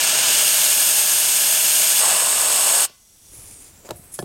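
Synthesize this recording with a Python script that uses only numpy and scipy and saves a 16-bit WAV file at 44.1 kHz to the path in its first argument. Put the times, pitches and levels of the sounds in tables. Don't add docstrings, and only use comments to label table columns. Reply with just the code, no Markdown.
import sys
import numpy as np
from scipy import signal
from scipy.fft import rfft, irfft, next_fast_len
from scipy.io import wavfile
from scipy.ndimage import uniform_filter1d

SR = 44100
rng = np.random.default_rng(int(sys.argv[2]) if len(sys.argv) > 2 else 0)


def output_pcm(signal):
    pcm = np.clip(np.atleast_2d(signal).T, -1, 1) * 32767
    wavfile.write(sys.argv[1], SR, np.round(pcm).astype(np.int16))


N = 187028
TIME = np.arange(N) / SR
SIZE = next_fast_len(N + SR // 2)
HZ = np.maximum(np.arange(SIZE // 2 + 1) * SR / SIZE, 1)

OPEN_S, NARROW_S, SHUT_S = 0.25, 2.005, 2.851


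def from_db(db):
    return 10 ** (np.asarray(db) / 20)


def since(s):
    return np.maximum(TIME - s, 0)


def ramp(centre_s, length):
    return np.clip((TIME - centre_s) / length + .5, 0, 1)


def swell(centre_s, spread_s):
    return np.exp(-.5 * ((TIME - centre_s) / spread_s) ** 2)


def dying(start, t60):
    return (TIME >= start) * np.exp(-np.log(1000) * since(start) / t60)


def ring(start, hz, t60):
    return dying(start, t60) * np.sin(2 * np.pi * hz * (TIME - start))


def bell(hz, width):
    return 1 / (1 + (2 * (HZ - hz) / width) ** 2) ** 2


def response(points):
    hz, db = np.transpose(points)
    return from_db(np.interp(np.log(HZ), np.log(hz), db))


def filtered(x, gain):
    return irfft(rfft(x, SIZE) * gain, SIZE)[:N]


def rms_one(x):
    return x / np.sqrt(np.mean(x ** 2) + 1e-20)


def noise(gain):
    return rms_one(filtered(rng.standard_normal(N), gain))


def flutter(rate_hz, depth_db):
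    wobble = noise(HZ / (HZ + rate_hz / 20) / (1 + (HZ / rate_hz) ** 2))
    return rms_one(from_db(depth_db * wobble))


def vent(turbulence, resonances, dips=()):
    resonant_power = sum(from_db(db) ** 2 * bell(hz, width) for hz, width, db in resonances)
    dips_db = sum(db * bell(hz, width) for hz, width, db in dips)
    return noise(np.sqrt(response(turbulence) ** 2 + resonant_power) * from_db(dips_db))


def breeze(level_db):
    # frequency in Hz, relative level in dB.
    murmur = [(20, -2), (45, 5.5), (90, 4), (160, -2), (350, -6), (800, -11), (1600, -15), (4000, -19),
              (15000, -17.5)]
    return from_db(level_db) * noise(response(murmur)) * flutter(rate_hz=8.9, depth_db=1.0)


def tree_scatter(x, level_db, t60):
    # frequency in Hz, relative level in dB.
    colour = [(100, 8), (1200, -9), (2500, -1), (6000, -5), (9000, -36), (16000, -13)]
    tail = noise(response(colour)) * dying(start=0.019, t60=t60)
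    tail = tail / np.sqrt(np.sum(tail ** 2))
    return from_db(level_db) * signal.fftconvolve(x, tail)[:N]


def shoves(sharpness):
    # peak time and spread in seconds, level in dB, centre in Hz.
    pushes = [(3.34, 0.013, -51, 300), (3.386, 0.023, -51, 100), (3.42, 0.016, -54, 70),
              (3.537, 0.017, -54, 80), (3.56, 0.078, -60, 240), (3.858, 0.012, -45.5, 477),
              (3.897, 0.021, -46, 780), (3.958, 0.013, -45, 80), (3.999, 0.0025, -42, 110)]
    return sum(from_db(db) * swell(s, spread) * noise(1 / (1 + (sharpness * np.log2(HZ / hz)) ** 2))
               for s, spread, db, hz in pushes)


def stroke(start, length, attack_share=0.081, release_share=0.34):
    early = np.maximum(start - TIME, 0) / (attack_share * length)
    late = since(start + length) / (release_share * length)
    return np.exp(-early - late)


def sleeve(rasp_fade_db):
    # frequency in Hz, relative level in dB.
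    swish_colour = [(1600, -19), (2200, -6), (2900, -11), (4200, -10), (4900, -6), (5800, -8), (7200, 2.5),
                    (7700, -4), (8700, -5), (9800, -10), (15000, -20)]
    rasp_colour = [(3000, -36), (7500, -6), (9000, -2), (9900, 3), (10900, 3), (12000, -8), (14500, -12),
                   (16000, -22)]
    # start and length in seconds, then swish, rasp and extra sizzle in dB.
    moves = [(3.335, 0.31, -50, -42, -1.5), (3.85, 0.024, -47.5, -63, 0), (3.96, 0.069, -67, -46, 9),
             (4.04, 0.075, -69, -50, 11), (4.124, 0.067, -56, -38.5, -5), (4.141, 0.02, -44, -29, -3),
             (4.192, 0.034, -66, -38, -1)]
    cloth = np.zeros(N)
    for s, length, swish_db, rasp_db, sizzle_db in moves:
        rasp = noise(response(rasp_colour) * from_db(sizzle_db * bell(hz=13000, width=5000)))
        rasp *= from_db(rasp_db - rasp_fade_db * since(s) / length)
        swish = from_db(swish_db) * noise(response(swish_colour))
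        cloth += stroke(s, length) * (swish + rasp)
    return cloth * flutter(rate_hz=180, depth_db=1.5) * flutter(rate_hz=18, depth_db=0.9)


def seep(level_db):
    # frequency in Hz, relative level in dB.
    turbulence = [(1500, -30), (2500, -12), (5000, -8.5), (7000, -4.5), (10500, -4.5), (15500, -15)]
    # centre and width in Hz, relative level in dB.
    resonances = [(3480, 200, -5), (5800, 610, 1), (6700, 200, 0), (7950, 300, -1), (8840, 250, -6),
                  (10100, 350, -2), (10900, 300, -13), (13800, 300, -4)]
    # peak time and spread in seconds, pitch in Hz, level in dB.
    whistle_cues = [(3.28, 0.045, 8700, -50), (3.39, 0.05, 10400, -49), (3.58, 0.077, 8700, -47),
                    (3.82, 0.078, 7400, -57), (4.1, 0.14, 8250, -54.5)]
    seal_s, seal_db, fade_db_per_s, half_width_hz = 3.33, -7.5, 16, 320
    leak_db = level_db + seal_db * ramp(seal_s, length=0.1) - fade_db_per_s * since(seal_s)
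    whistles = sum(from_db(db) * swell(s, spread) * noise(1 / (1 + ((HZ - hz) / half_width_hz) ** 2))
                   for s, spread, hz, db in whistle_cues)
    return from_db(leak_db) * vent(turbulence, resonances) + whistles


def knocks(crack_t60):
    # start in seconds, thud level in dB, thud centre in Hz, crack and clink levels in dB.
    hits = [(2.877, -47, 610, -35, -42), (2.897, -35, 400, -30, -45), (3.487, -60, 600, -46, -60),
            (3.890, -30, 550, -34, -40), (3.9042, -26, 390, -48, -65), (3.9075, -23.5, 790, -22.5, -37),
            (3.9135, -23, 487, -48, -60), (4.1897, -21, 597, -29.5, -25), (4.1955, -23, 300, -37, -44),
            (4.202, -52, 600, -46, -40), (4.2254, -34, 600, -41, -50), (4.228, -22.5, 260, -60, -65)]
    # frequency in Hz, relative level in dB.
    crack_colour = [(300, 2), (900, 2), (2000, -4.5), (4500, -0.5), (5700, -12), (7700, 1), (9500, -12),
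                    (13500, -7), (16000, -22)]
    # pitch in Hz, relative level in dB, 60 dB decay time in seconds.
    thud_modes = [(109.5, -3.5, 0.23), (174, -1.5, 0.056), (248, -11.5, 0.12), (328, -0.5, 0.028),
                  (390, 4, 0.025), (525, -21, 0.024), (572, -16, 0.22), (604, -3.5, 0.073),
                  (712, -19.5, 0.43), (740, 2.5, 0.013), (950, -8, 0.065), (1060, -7, .03),
                  (1420, -8, 0.021)]
    clink_modes = [(1520, -4.5, 0.023), (1720, -5.5, 0.053), (3310, -4, 0.019), (4370, -10, 0.03),
                   (4640, -9, 0.026), (5200, -10, 0.042), (6000, -6, .026), (8100, -18, .03),
                   (8850, -13, .04), (10400, -8, 0.041)]
    crack = noise(response(crack_colour))
    impacts = np.zeros(N)
    for s, thud_db, centre_hz, crack_db, clink_db in hits:
        impacts += from_db(crack_db) * dying(s, crack_t60) * crack
        for k, (hz, db, t60) in enumerate(thud_modes):
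            favoured = 1 / (1 + np.log2(hz / centre_hz) ** 2)
            impacts += (-1) ** k * favoured * from_db(thud_db + db) * ring(s, hz, t60)
        for hz, db, t60 in clink_modes:
            impacts += from_db(clink_db + db) * ring(s, hz, t60)
    return impacts


def wheel(jet, kick_db):
    # pitch in Hz, peak gain in dB, 60 dB decay time in seconds.
    modes = [(1066, -7, 0.36), (1146, -8, 0.35), (1476, -4.5, 0.37), (1694, -12, 0.22), (2040, -10, 0.96)]
    resonance = sum(from_db(db) / (1 + 2j * np.pi * (HZ - hz) * t60 / np.log(1000))
                    for hz, db, t60 in modes)
    kick = sum(from_db(kick_db + db) * ring(SHUT_S, hz, t60) for hz, db, t60 in modes)
    return filtered(jet, resonance) + kick


def finger_roar(level_db):
    # frequency in Hz, relative level in dB.
    colour = [(200, -31), (450, -12.5), (620, 3), (740, -2.5), (1050, 1.5), (1280, -5.5), (1600, -9),
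              (2500, -20.5)]
    envelope = from_db(level_db) * (1 - ramp(centre_s=2.84, length=0.11))
    return envelope * noise(response(colour)) * flutter(rate_hz=44, depth_db=1.7)


def brighten(jet, narrowed):
    part_open_db, open_db, settle_s = -5, 1.0, 0.21
    squeezed_db, rise_db_per_s = -1.0, 3
    wide_db = open_db + (part_open_db - open_db) * np.exp(-since(OPEN_S) / settle_s)
    narrow_db = squeezed_db + rise_db_per_s * since(NARROW_S)
    bright_db = (1 - narrowed) * wide_db + narrowed * narrow_db
    sizzle = filtered(jet, bell(hz=12000, width=9900))
    body = filtered(jet, bell(hz=1000, width=9200))
    return jet + (from_db(bright_db) - 1) * sizzle + (from_db(-0.53 * bright_db) - 1) * body


def valve_hiss(narrowed):
    # frequency in Hz, relative level in dB.
    open_turbulence = [(25, -66), (60, -36), (150, -23.5), (280, -23), (600, -18.5), (1200, -19.5),
                       (2000, -16.5), (2800, -14.5), (5800, -10), (8500, -8), (13000, -12), (15800, -17.5)]
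    narrow_turbulence = [(25, -48), (60, -45), (150, -22.5), (280, -22.5), (600, -12.5), (1200, -12.5),
                         (2000, -22.5), (2800, -9), (5800, -16), (8500, -3.5), (13000, -17.5), (15800, -23)]
    # centre and width in Hz, relative level in dB.
    open_resonances = [(628, 115, -11), (850, 180, -14.5), (1003, 82, -15), (1300, 200, -18),
                       (1550, 420, -14.5), (1690, 117, -10), (2150, 39, -8), (2356, 170, -10.0),
                       (2686, 310, -9), (2900, 265, -6.5), (3170, 130, -7), (3430, 196, -6),
                       (3770, 54, -6.5), (4290, 280, -12), (4780, 93, -8), (5160, 530, -10.5),
                       (6360, 380, -5.5), (6830, 450, -3.5), (8120, 130, -25), (8100, 170, -10.5),
                       (8550, 910, -1.03), (10040, 510, -7.5), (10600, 180, -10.5), (11460, 720, -8),
                       (13070, 940, -8)]
    narrow_resonances = [(1500, 140, -11.5), (1690, 105, -8), (1950, 190, -12.5), (2120, 100, -17),
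                         (2330, 230, -12.5), (2640, 120, -9), (2870, 180, -9), (3410, 170, -9.5),
                         (4350, 130, -7.5), (4760, 250, -9), (5170, 100, -6), (5400, 230, -7),
                         (5910, 300, -13), (6420, 200, -5.5), (6700, 240, -2.5), (7210, 540, -9),
                         (8020, 750, -0.5), (8440, 290, 0.5), (8580, 350, -1), (8600, 90, -6),
                         (9100, 240, -3), (10500, 230, -7), (11250, 780, -12), (12500, 450, -7.5),
                         (14060, 630, -11.5)]
    # centre and width in Hz, gain in dB.
    open_dips = [(2040, 130, -2.5), (3840, 160, -2), (5960, 150, -0.5), (8340, 250, 2), (9400, 110, -12),
                 (9770, 160, -10), (15150, 350, 0)]
    narrow_dips = [(1820, 80, 0), (3320, 72, -10), (4170, 110, -3), (6240, 110, -3), (8100, 90, -6),
                   (8800, 100, -7), (9400, 140, -8), (13600, 110, -5)]
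    wide = vent(open_turbulence, open_resonances, open_dips) * flutter(rate_hz=37, depth_db=0.57)
    narrow = vent(narrow_turbulence, narrow_resonances, narrow_dips) * flutter(rate_hz=150, depth_db=0.73)
    return brighten(np.sqrt(1 - narrowed) * wide + np.sqrt(narrowed) * narrow, narrowed)


def escaping_air(level_db):
    # peak time and spread in seconds, flow boost and roar boost in dB.
    surges = [(0.576, 0.041, 0.6, 2), (1.81, 0.045, 1.5, 0), (2.073, 0.098, 2, 3), (2.675, 0.025, 0.7, 2),
              (2.79, 0.05, 0.9, 2.5)]
    part_open_db, sag_db_per_s, shut_db_per_s = -1.4, 0.6, 1300
    surge_db, roar_surge_db = sum(np.outer(boosts, swell(s, spread)) for s, spread, *boosts in surges)
    opened = ramp(OPEN_S, length=0.064)
    narrowed = ramp(NARROW_S, length=0.019)
    flow_db = level_db + part_open_db * (1 - opened) - sag_db_per_s * TIME + surge_db
    hiss = from_db(flow_db) * valve_hiss(narrowed)
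    roar = narrowed * finger_roar(level_db=-19.5 + roar_surge_db)
    return (hiss + roar) * from_db(-shut_db_per_s * since(SHUT_S))


def gain_control(x, knee_db, squeeze, sense_s, recover_db_per_s):
    span = int(sense_s * SR)
    power = uniform_filter1d(np.mean(x ** 2, axis=0), span, origin=(span - 1) // 2)
    level_db = 10 * np.log10(np.maximum(power, 1e-12))
    gain_db = -squeeze * np.maximum(level_db - knee_db, 0)
    recovery_db = recover_db_per_s * TIME
    return x * from_db(np.minimum.accumulate(gain_db - recovery_db) + recovery_db)


def scene():
    jet = escaping_air(level_db=-3)
    at_wheel = jet + wheel(jet, kick_db=-38) + knocks(crack_t60=0.021)
    faint = seep(level_db=-43.5) + sleeve(rasp_fade_db=8) + shoves(sharpness=1.9)
    tail = tree_scatter(at_wheel, level_db=-25.5, t60=0.33)
    mix = at_wheel + tail + faint + breeze(level_db=-50.0)
    return np.array([mix, mix])


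def record(dry):
    ducked = gain_control(dry, knee_db=-22.0, squeeze=0.68, sense_s=0.47, recover_db_per_s=52)
    high_cut = signal.ellip(12, .1, 80, 15850, fs=SR, output="sos")
    return signal.sosfilt(high_cut, ducked)


dry = scene()
out = record(dry)
output_pcm(out)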